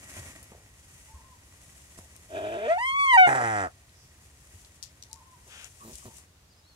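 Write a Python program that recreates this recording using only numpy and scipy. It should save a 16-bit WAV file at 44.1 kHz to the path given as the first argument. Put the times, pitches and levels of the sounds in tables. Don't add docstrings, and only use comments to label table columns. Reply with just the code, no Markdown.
import sys
import numpy as np
from scipy import signal
from scipy.fft import rfft, irfft, next_fast_len
from scipy.io import wavfile
from scipy.ndimage import uniform_filter1d, map_coordinates

SR = 44100
rng = np.random.default_rng(int(sys.argv[2]) if len(sys.argv) > 2 else 0)


def dump_mix(stems):
    frames = np.atleast_2d(stems).T
    limited = np.clip(frames, -1, 1)
    pcm = np.round(limited * 32767).astype(np.int16)
    wavfile.write(sys.argv[1], SR, pcm)


N = 297675
T = np.arange(N) / SR
CUTOFF_HZ = 15700
PORT_LAG_S = 0.00015
# time_s, pitch_hz
SCREAM_PITCH = [(2.565, 374.8), (2.668, 470.7), (2.682, 597), (2.72, 674), (2.772, 748), (2.784, 887),
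                (2.81, 966), (2.86, 1057), (2.925, 1081), (2.95, 1107), (3.005, 1132), (3.05, 1114),
                (3.07, 1082), (3.112, 1046), (3.135, 978), (3.165, 928.5), (3.177, 765.6), (3.283, 707)]


def from_db(db):
    return 10 ** (np.asarray(db) / 20)


def rms_one(x):
    return x / np.sqrt(np.mean(x ** 2) + 1e-20)


def even_level(x, window):
    return x / np.sqrt(np.maximum(uniform_filter1d(x ** 2, size=window), 1e-12))


def lowpass(x, hz):
    return signal.lfilter(*signal.butter(1, hz, fs=SR), x)


def second_order(x, hz, kind):
    return signal.sosfilt(signal.butter(2, hz, kind, fs=SR, output="sos"), x)


def decay(x, time_constant_s):
    return signal.lfilter([1], [1, -np.exp(-1 / (time_constant_s * SR))], x + 1e-18)


def in_time(rows, t=T):
    s, *columns = np.transpose(rows)
    return [np.interp(t, s, c) for c in columns]


def during(rows):
    return np.clip(np.minimum(T - rows[0][0], rows[-1][0] - T) / .006, 0, 1)


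def ramp(start_s, length_s):
    return np.clip((T - start_s) / length_s, 0, 1)


def envelope(start_s, attack_s, hold_s, release_s):
    spent = ramp(start_s + attack_s + hold_s, release_s)
    return ramp(start_s, attack_s) * (1 - spent), spent


def at_hz(points, hz):
    f, db = np.transpose(points)
    return np.interp(np.log(hz + 1), np.log(f), db)


def drift(knots_per_s, t=T):
    knots = rng.standard_normal(int(N / SR * knots_per_s) + 4)
    return np.interp(t * knots_per_s, np.arange(len(knots)), knots) / np.sqrt(2 / 3)


def colour(x, spectrum):
    size = 2 * next_fast_len(N // 2 + 4096)
    hz = np.arange(size // 2 + 1) * SR / size
    gain = from_db(at_hz(spectrum, hz)) * np.clip(hz / spectrum[0][0], .03, 1) ** 2
    cepstrum = irfft(np.log(gain))
    cepstrum[1:size // 2] *= 2
    cepstrum[size // 2 + 1:] = 0
    return irfft(rfft(x, size) * np.exp(rfft(cepstrum)))[..., :N]


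def ports(x):
    left = np.concatenate([np.zeros(round(PORT_LAG_S * SR)), x])[:N]
    return np.array([left, x])


def pan(left_minus_right_db):
    return from_db(np.vstack([left_minus_right_db, -left_minus_right_db]) / 2)


def noise(spectrum, apart, grain=0.):
    peaks_db = grain * np.minimum(rng.exponential(1, (3, N)), 7)
    white = rng.standard_normal((3, N)) * from_db(peaks_db)
    own = signal.lfilter(*signal.butter(1, 2500, "high", fs=SR), white[1:])
    return rms_one(colour(ports(white[0]) + apart * own, spectrum))


def deer():
    return voice_ports(growl() + scream() + rattle() + grunts() + wheezes())


def scream(flutter_db=3.5, shimmer_db=1.44, air_db=-51, slack_air_db=-27):
    # time_s, fundamental_db, overtones_db, treble_db
    levels = [(2.575, -38, -57.5, -73.5), (2.665, -35, -43, -70), (2.686, -26, -38, -54),
              (2.712, -18, -33, -57), (2.735, -22.5, -32.5, -58), (2.754, -31, -38, -66),
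              (2.77, -25, -41, -64), (2.79, -31, -32.5, -56), (2.815, -30, -31, -52),
              (2.89, -30.5, -27, -48), (2.96, -28, -30, -56), (3.02, -25, -26.5, -45.5),
              (3.06, -24.5, -29, -48.5), (3.1, -22.5, -19, -46.5), (3.127, -20, -18, -46),
              (3.137, -16.5, -16.5, -42), (3.16, -16.5, -21.5, -42), (3.188, -12, -14.5, -46),
              (3.22, -13, -16.5, -48.5), (3.258, -18.5, -17, -53), (3.28, -27, -27, -56)]
    # freq_hz, gain_db
    throat = [(900, 0), (1450, 4.5), (1900, 4.5), (2250, 3.5), (2950, -10.5), (3400, -11), (3700, -24),
              (4000, -22.5), (4500, -13), (5500, -20.5), (6400, -16), (7600, -23), (8650, -17.5),
              (9500, -22.5), (12500, -44)]
    # freq_hz, gain_db
    tight_air = [(500, -5), (900, -0.5), (1500, -9), (2200, -7), (3500, -21.5), (4500, -17), (6500, -1),
                 (8700, -4.5), (11000, -13), (14000, -33.5)]
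    # freq_hz, gain_db
    slack_air = [(600, -4), (1000, -6), (1500, 0), (2400, -1), (3600, -7), (4100, -22), (8000, -22),
                 (14000, -40)]
    treble_hz, treble_span_hz = 4000, 400
    tighten_s, tighten_span_s = 2.745, .025
    tight_jitter, slack_extra_jitter, quaver = 0.0016, 0.016, .003
    slack_alternation = .4

    gate = during(SCREAM_PITCH)
    on = gate > 0
    t = T[on]
    pitch, strength = breaking_pitch(t)
    first_db, overtone_db, treble_db = in_time(levels, t)
    slack = 1 / (1 + np.exp((t - tighten_s) / tighten_span_s))
    jitter = tight_jitter + slack_extra_jitter * slack
    unsteady = 1 + jitter * drift(900, t) + quaver * drift(110, t)
    phase = 2 * np.pi * np.cumsum(pitch * unsteady) / SR

    k = np.arange(2, 19)[:, None]
    weight = from_db(at_hz(throat, k * pitch)) * (k * pitch < CUTOFF_HZ)
    high = np.clip((k * pitch - treble_hz) / treble_span_hz + .5, 0, 1)
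    gains = 0
    for db, w in [(overtone_db, weight * (1 - high)), (treble_db, weight * high)]:
        gains = gains + from_db(db) * w / np.sqrt(np.sum(w ** 2, axis=0) + 1e-6)
    waver_db = np.array([flutter_db * drift(60, t) + shimmer_db * drift(300, t) for _ in k])
    waver_db = waver_db * np.minimum(k / 5, 1)
    strength = strength * (1 + slack_alternation * slack * np.cos(phase / 2))
    overtones = strength * np.sum(gains * from_db(waver_db) * np.sin(k * phase), axis=0)

    voice, air, leak = np.zeros((3, N))
    voice[on] = np.sqrt(2) * (from_db(first_db) * np.sin(phase) + overtones)
    air[on] = (from_db(first_db) + from_db(overtone_db)) * (1 + np.cos(phase))
    leak[on] = air[on] * slack
    breath = 0
    for db, flow, spectrum in [(air_db, air, tight_air), (slack_air_db, leak, slack_air)]:
        breath = breath + from_db(db) * flow * rms_one(colour(rng.standard_normal(N), spectrum))
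    return gate * (voice + breath)


def breaking_pitch(t):
    s, hz = np.transpose(SCREAM_PITCH)
    pitch, strength = np.interp(t, s, hz), np.ones(len(t))
    breaks = np.abs(np.diff(np.log(hz))) > np.maximum(8.5 * np.diff(s), .1)
    for i in np.flatnonzero(breaks):
        middle = (s[i] + s[i + 1]) / 2
        stepped = np.where(t < middle, hz[i], hz[i + 1])
        pitch = np.where((t > s[i]) & (t < s[i + 1]), stepped, pitch)
        strength *= 1 - .9 * np.exp(-((t - middle) / .004) ** 2)
    return uniform_filter1d(pitch, size=220), strength


def growl(rough=0.42, locked_rough=0.2, ending_rough=0.18):
    # freq_hz, gain_db
    throat = [(90, -11.5), (170, -32), (280, -13), (400, -5.5), (520, -18), (650, 6.5), (780, -15),
              (1200, -26), (1600, -15), (2100, -30), (2400, -20.5), (3000, -25), (3700, -28.5), (3950, -42),
              (7000, -42.5), (14000, -63.5)]
    start_s, attack_s, lock_s = 2.29, 0.078, 2.575
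    start_hz, rise_hz_per_s = 90, 90
    level_db, tremor_hz, tremor_db = -33, 10.9, 1.5
    gain, spent = envelope(start_s, attack_s, hold_s=.305, release_s=0.03)
    age_s, locked = T - start_s, T > lock_s
    free_hz = start_hz + rise_hz_per_s * np.maximum(age_s, 0)
    rate_hz = np.where(locked, in_time(SCREAM_PITCH)[0] / 2, free_hz)
    shake_db = tremor_db * np.cos(2 * np.pi * tremor_hz * (age_s - attack_s))
    roughness = np.where(spent > 0, ending_rough, np.where(locked, locked_rough, rough))
    return pulsed_voice(rate_hz, gain * from_db(level_db + shake_db), roughness, throat,
                        jitter=.15, shimmer_db=2, rasp=1.0, rasp_hz=1090, chest_db=-19.0)


def rattle(burst_rough=0.45, harsh_rough=0.33, ending_rough=.4):
    # time_s, pulse_rate_hz, resonance_shift_octaves
    motion = [(3.27, 137, 0.13), (3.33, 133, 0.015), (3.41, 122, -0.046), (3.47, 113, 0.035),
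              (3.59, 101.5, -.04), (3.655, 89.5, -0.078), (3.7, 68, -.16)]
    # freq_hz, gain_db
    throat = [(115, -13.5), (190, -34.5), (300, -13), (410, -18.5), (560, -14.5), (680, -12), (765, 1),
              (870, -12.5), (1050, -17.5), (1450, -7.5), (1750, -10), (1970, -10.5), (2300, -21),
              (2600, -28), (3200, -32), (4200, -43), (5400, -34), (8500, -33), (10000, -41), (11800, -47),
              (13000, -68)]
    start_s, steadies_s, steady_rough = 3.264, 3.43, .1
    level_db, burst_db, burst_s = -27.5, 9, 0.11
    gain, spent = envelope(start_s, attack_s=0.012, hold_s=0.37, release_s=0.046)
    burst = np.exp(-np.clip(T - start_s, 0, 1) / burst_s)
    rate_hz, octaves = in_time(motion)
    harshness = (T < steadies_s) * (harsh_rough + burst_rough * burst)
    roughness = steady_rough + harshness + ending_rough * spent
    voice = pulsed_voice(rate_hz, gain * from_db(level_db + burst_db * burst), roughness, throat,
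                         jitter=.055, shimmer_db=3.5, rasp=1.0, rasp_hz=3520, chest_db=-4.0,
                         octaves=octaves * (gain > 0))
    closed = ramp(start_s=3.57, length_s=0.23)
    return (1 - closed) * voice + closed * lowpass(voice, 954)


def grunts(release_sag=0.084):
    # start_s, attack_s, hold_s, release_s, initial_pulse_rate_hz, level_db, roughness (0-1)
    calls = [(5.8, .07, .025, 0.065, 124, -47.5, .55), (6.043, .018, 0.0054, 0.036, 124, -45, 0.2)]
    # freq_hz, gain_db
    throat = [(70, -38.5), (120, 5.5), (250, 1.5), (380, 1), (520, -5.5), (640, -3), (800, -6.5),
              (1100, -7), (1600, -22), (4000, -19.5)]
    out = np.zeros(N)
    for *shape, hz, db, rough in calls:
        gain, spent = envelope(*shape)
        out += pulsed_voice(hz * (1 - release_sag * spent), gain * from_db(db), rough, throat,
                            jitter=0.23, shimmer_db=6.5, rasp=0.73, rasp_hz=1180, chest_db=11.0)
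    return out


def wheezes(waver=.06):
    # start_s, length_s, mean_pitch_hz, peak_db
    tones = [(5.798, 0.055, 1145, -47.5), (6.019, 0.023, 1110, -53), (6.06, 0.1, 906, -58.5)]
    out = np.zeros(N)
    for s, length_s, hz, db in tones:
        phase = 2 * np.pi * np.cumsum(hz * (1 + waver * drift(370))) / SR
        out += from_db(db) * np.sin(np.pi * ramp(s, length_s)) * np.sin(phase)
    return out


def pulsed_voice(rate_hz, gain, rough, throat, jitter, shimmer_db, rasp, rasp_hz, chest_db, octaves=0):
    # pulse_rate_multiple, relative_db
    chest_tones = [(1, -14), (2, -17), (3, -27)]
    cycles = np.cumsum(rate_hz * (1 + jitter * rough * drift(200))) / SR
    slaps = np.diff(np.floor(cycles), prepend=0) * np.sqrt(SR / rate_hz)
    slaps = slaps * from_db(shimmer_db * rough * drift(200))
    puffs = rms_one(rng.standard_normal(N) * (0.53 + np.exp(-6 * (cycles % 1))))
    puffs = second_order(puffs, 300, "high")
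    source = lowpass(slaps * (1 - rough / 2) + rasp * rough * puffs, rasp_hz)
    source += 0.83 * second_order(puffs, rasp_hz, "high")
    voice = even_level(moving_throat(source, throat, octaves), window=1500)
    chest = sum(from_db(db + chest_db) * np.cos(2 * np.pi * k * cycles) for k, db in chest_tones)
    return (voice + (1 - rough / 2) * chest) * gain


def moving_throat(source, throat, octaves, wander_s=0.0001, wanders_per_s=30):
    clock = np.cumsum(2 ** octaves * np.ones(N)) - 1
    if np.any(octaves):
        warped = np.interp(np.arange(N), clock, np.arange(N))
        source = map_coordinates(source, [warped], order=3)
    ringing = muzzle(colour(source, throat))
    return map_coordinates(ringing, [clock + wander_s * SR * drift(wanders_per_s)], order=3)


def muzzle(x, reflection=0.63, round_trip_s=.0019):
    loop = np.zeros(round(round_trip_s * SR) + 1)
    loop[0], loop[-1] = 1, reflection
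    return signal.lfilter(loop[::-1], loop, x)


def voice_ports(x):
    # freq_hz, lead_rad
    phase_lead = [(60, .15), (450, 0.49), (620, 0.71), (760, 1.94), (920, 0.83), (1120, 2.3), (1300, 2.05),
                  (1720, 3.23), (1920, 1.6), (2230, 2.92), (2420, 6), (2650, 8), (2950, 11.1),
                  (3400, 10.85), (4500, 14.5), (6000, 14), (15000, 14.2)]
    # freq_hz, left_minus_right_db
    balance = [(200, 0), (380, -2), (700, 1.5), (850, -3.5), (1000, 2.5), (1230, -5), (1450, 0), (1650, -5),
               (1850, -7.5), (2000, 0), (2300, 2.5), (2450, -1.5), (2700, 4), (3000, 3), (3700, 0.5)]
    hz = np.arange(N + 1) * SR / (2 * N)
    lead = np.interp(hz, *np.transpose(phase_lead))
    sides = pan(at_hz(balance, hz))
    sides = sides / np.sqrt(np.mean(sides ** 2, axis=0))
    turn = np.array([np.exp(-1j * lead), np.ones(N + 1)])
    return irfft(rfft(x, 2 * N) * sides * turn)[:, :N]


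def litter(crackles_per_s=55, clump_db=1.1, crackle_db=1):
    # freq_hz, gain_db
    leaf_colour = [(200, -21.5), (500, -10.5), (1000, -15.5), (1800, -11), (2800, -5.5), (4200, -12),
                   (6500, -1.5), (8500, -2.5), (11000, -7), (15000, -22)]
    # freq_hz, gain_db
    soil_colour = [(100, 8), (220, 3), (380, 1), (480, -5), (660, 1), (820, -5), (1050, -1), (1350, -6),
                   (1600, -3), (1770, -3), (1900, 7), (2060, -1), (2400, -1), (4500, -21), (9000, -30)]
    # time_s, left_minus_right_db
    leaf_pan = [(4.0, 2.1), (4.6, 4.5)]
    rustle, drag = struggle()
    breaks = (rng.random(N) < crackles_per_s / SR) * rng.uniform(.2, 1, N)
    breaks = decay(breaks, 0.00082)
    clumps = from_db(clump_db * drift(70)) + from_db(crackle_db) * breaks
    leaves = rustle * noise(leaf_colour, apart=8.2, grain=2.2) * pan(in_time(leaf_pan)[0])
    soil = drag * noise(soil_colour, apart=1.0, grain=4.1)
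    return clumps * (leaves + soil)


def struggle(stir_leaves_db=-66, stir_soil_db=-67, still_s=6.25):
    # peak_s, rise_s, fall_s, leaves_db, soil_db
    heaves = [(.17, 0.17, 0.2, -46.5, -47), (1.0, 0.24, 0.22, -55.5, -62), (1.68, 0.25, 1, -56, -62),
              (1.988, 0.017, 0.02, -55, -55), (2.35, 0.21, 0.6, -60, -63), (4.24, 0.04, 0.06, -61, -69),
              (4.6, .2, 0.095, -57.5, -66), (4.76, 0.039, .02, -60.5, -72), (5.48, 0.0074, .06, -54.5, -68),
              (5.66, 0.15, 0.07, -54.5, -73.5), (5.98, 0.19, 0.097, -50, -67),
              (6.18, 0.088, 0.029, -51.5, -63.5)]
    stirring = 1 - ramp(still_s, 0.019)
    leaves_power = (stirring * from_db(stir_leaves_db)) ** 2
    soil_power = (stirring * from_db(stir_soil_db)) ** 2
    for s, rise_s, fall_s, leaves_db, soil_db in heaves:
        swell = np.exp(-np.maximum((s - T) / rise_s, (T - s) / fall_s))
        leaves_power = leaves_power + (from_db(leaves_db) * swell) ** 2
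        soil_power = soil_power + (from_db(soil_db) * swell) ** 2
    return np.sqrt(leaves_power), np.sqrt(soil_power)


def twigs(boost_db=2.5, body_hz=3000, fibres_per_s=900):
    # start_s, peak_db (before boost and pan), nominal_centre_hz, left_minus_right_db, splintering_s
    snaps = [(0.0972, -38, 8000, 3, 0.01), (.193, -39, 6900, 6, 0.0046), (.357, -43, 7000, 3, .003),
             (0.4286, -35, 10600, 2, 0.008), (1.978, -39, 8800, 0, 0.014), (2.164, -36, 9300, 2, 0.0012),
             (3.893, -52.5, 3500, 5.5, 0.0018), (4.612, -43.5, 8000, 6, 0.0061),
             (4.648, -40.5, 4300, -1, 0.0027), (4.8268, -29.5, 6000, 9, 0.0042),
             (4.832, -32, 5500, 7, .015), (5.0251, -33.5, 5780, 3, 0.0016), (5.035, -39.5, 5570, 6, 0.0033),
             (5.1135, -42, 5130, 6, .001), (5.1299, -28, 7000, 11, 0.00043), (5.6441, -33, 7650, 11, 0.004),
             (5.932, -40.5, 6340, 5, 0.016), (5.9548, -30, 8450, 3, 0.0019),
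             (5.984, -36.5, 8100, 7, 0.0024), (6.1686, -42, 7170, 10, 0.006), (6.183, -38, 7500, 10, .002)]
    out, t = np.zeros((2, N)), np.arange(SR // 6) / SR
    for s, db, hz, side_db, splinter_s in snaps:
        fibres = (rng.random(len(t)) < fibres_per_s / SR) * 0.82 * np.exp(-t / splinter_s)
        fibres[0] = 1
        crack = rng.standard_normal((2, len(t))) * decay(fibres, .001)
        band_hz = [hz * 0.73, min(hz * 1.19, 16000)]
        crack = signal.sosfilt(signal.butter(1, band_hz, "band", fs=SR, output="sos"), crack)
        crack = second_order(crack, [body_hz, 13000], "band")
        crack = from_db(db + boost_db) * pan(side_db) * crack / np.abs(crack).max()
        i = round(s * SR)
        out[:, i:i + len(t)] += crack[:, :N - i]
    return out


def thuds(swell_s=0.012, settle_s=0.054, crumbs_per_s=900):
    # start_s, thud_db, pitch_hz, knock_db, debris_db
    bumps = [(0.168, -42.5, 97, -39, -57), (.19, -47, 120, -47, -67), (.209, -43, 75, -55, -66),
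             (0.259, -47, 87, -50, -63), (0.5193, -51, 79.4, -36.5, -52.5), (1.137, -42.5, 69, -62, -75),
             (1.977, -50, 70, -44.5, -61), (1.989, -44.5, 85, -34, -60), (2.127, -53, 106, -50, -69),
             (4.539, -46.5, 90.5, -51, -68), (5.468, -61, 86, -51.5, -58.5), (5.934, -47, 61, -54, -70),
             (6.056, -45, 103, -37, -60)]
    # mode_hz, relative_db, t60_s
    wood_modes = [(217, -1.5, 0.033), (370, 0, 0.024), (620, -1, .016), (1020, -7, 0.011),
                  (1900, -12, .012)]
    out, t = np.zeros(N), np.arange(SR // 4) / SR
    for s, db, hz, knock_db, debris_db in bumps:
        boom = np.sin(2 * np.pi * hz * t) * t / swell_s * np.exp(1 - t / swell_s)
        knock = np.zeros(len(t))
        for mode_hz, mode_db, t60_s in wood_modes:
            ring_db = mode_db + rng.normal(0, 2.2) - 60 * t / t60_s
            knock += from_db(ring_db) * np.sin(2 * np.pi * mode_hz * rng.uniform(0.91, 1.12) * t)
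        knock /= np.abs(knock).max()
        crumbs = rng.standard_normal(len(t)) * (rng.random(len(t)) < crumbs_per_s / SR)
        debris = rms_one(second_order(crumbs, (380, 850), "band")) * np.exp(-t / settle_s)
        bump = from_db(db) * boom + from_db(knock_db) * knock + from_db(debris_db) * debris
        i = round(s * SR)
        out[i:i + len(t)] += bump[:N - i]
    return ports(out)


def hiss(level_db=-49.5):
    # freq_hz, gain_db
    hiss_colour = [(300, -12), (600, -2), (1100, -2.5), (1400, 4.5), (2000, 1.5), (2500, 5), (3300, 4.5),
                   (4000, -7), (6500, -2.5), (9000, -10), (14000, -29)]
    gain, _ = envelope(start_s=5.48, attack_s=0.042, hold_s=0.12, release_s=0.052)
    return from_db(level_db) * gain * noise(hiss_colour, apart=1.0) * pan(6.0)


def swish(level_db=-62, band_hz=(4900, 6100)):
    band = second_order(rng.standard_normal((2, N)), band_hz, "band")
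    gain, _ = envelope(start_s=3.92, attack_s=.07, hold_s=.04, release_s=.11)
    return from_db(level_db) * gain * rms_one(band)


def birds(waver=0.006, echo_db=-7):
    # start_s, level_db
    far_calls = [(1.069, -61), (5.085, -61)]
    # time_from_start_s, pitch_hz
    whistle = [(0, 865), (.07, 899), (.08, 1088), (.115, 1027), (.126, 925), (.138, 881), (.146, 1040),
               (.195, 1058), (.255, 1015), (.28, 937)]
    # start_s, length_s, start_hz, middle_hz, end_hz, level_db
    chirps = [(6.483, 0.076, 4700, 4970, 3600, -68), (6.553, 0.071, 5000, 5100, 4930, -68.5),
              (6.615, .16, 3630, 4450, 3930, -65.5)]
    notes = []
    for s, db in far_calls:
        gain, _ = envelope(s, attack_s=0.031, hold_s=0.238, release_s=.03)
        notes.append((in_time(whistle, T - s)[0], from_db(db) * gain))
    for s, length_s, *arch_hz, db in chirps:
        along = ramp(s, length_s)
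        pitch = np.interp(along, [0, .5, 1], arch_hz)
        notes.append((pitch, from_db(db) * np.sin(np.pi * along)))
    unsteady = 1 + waver * drift(250)
    out = np.zeros(N)
    for pitch, gain in notes:
        out += np.sqrt(2) * gain * np.sin(2 * np.pi * np.cumsum(pitch * unsteady) / SR)
    direct = np.array([out, out])
    return direct + from_db(echo_db) * forest(direct, t60_s=0.43)


def flutter(start_cycle=0.58, fade=1.7, rise=0.39):
    # time_s, level_db
    levels = [(0, -58), (6.2, -60), (6.75, -66)]
    # freq_hz, gain_db
    rumble_colour = [(25, -31.5), (45, -18), (62, 9.5), (90, 4.5), (125, -3), (170, -10.5), (260, -24.5),
                     (600, -45)]
    db, = in_time(levels)
    rate_hz = np.interp(T, [4.6, 5.2], [13.55, 13.9])
    cycle = (np.cumsum(rate_hz) / SR + start_cycle) % 1
    throb = 0.14 + np.minimum(cycle / rise, 1) * np.exp(-fade * cycle) * (1 - cycle ** 4)
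    rumble = even_level(colour(rng.standard_normal(N), rumble_colour), window=900)
    return ports(from_db(db) * rms_one(rumble * throb))


def forest(x, t60_s):
    t = np.arange(SR // 3) / SR
    sparse = (rng.random((2, len(t))) < 900 / SR) * (t > .003)
    echoes = rng.standard_normal((2, len(t))) * sparse * from_db(-60 * t / t60_s)
    echoes = signal.lfilter([1], [1, -.5], echoes)
    echoes /= np.sqrt(np.sum(echoes ** 2, axis=1, keepdims=True))
    return signal.fftconvolve(x, echoes, axes=1)[:, :N]


def still_air(level_db=-61.5):
    # freq_hz, gain_db
    air_colour = [(40, -2.5), (60, 1), (120, -1), (200, -5.5), (400, -10), (700, -13), (2000, -22.5),
                  (3000, -25), (4200, -26), (6500, -27), (10000, -32), (15500, -39.5)]
    return from_db(level_db) * noise(air_colour, apart=4.2)


def scene():
    voice, snaps = deer(), twigs()
    echoes = from_db(-19) * forest(voice, t60_s=.13) + from_db(-8.5) * forest(snaps, t60_s=0.17)
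    ground = litter() + snaps + thuds() + hiss() + swish()
    return voice + ground + echoes + birds() + flutter() + still_air()


def record(dry):
    return signal.sosfilt(signal.ellip(10, .2, 90, CUTOFF_HZ, fs=SR, output="sos"), dry)


dry = scene()
out = record(dry)
dump_mix(out)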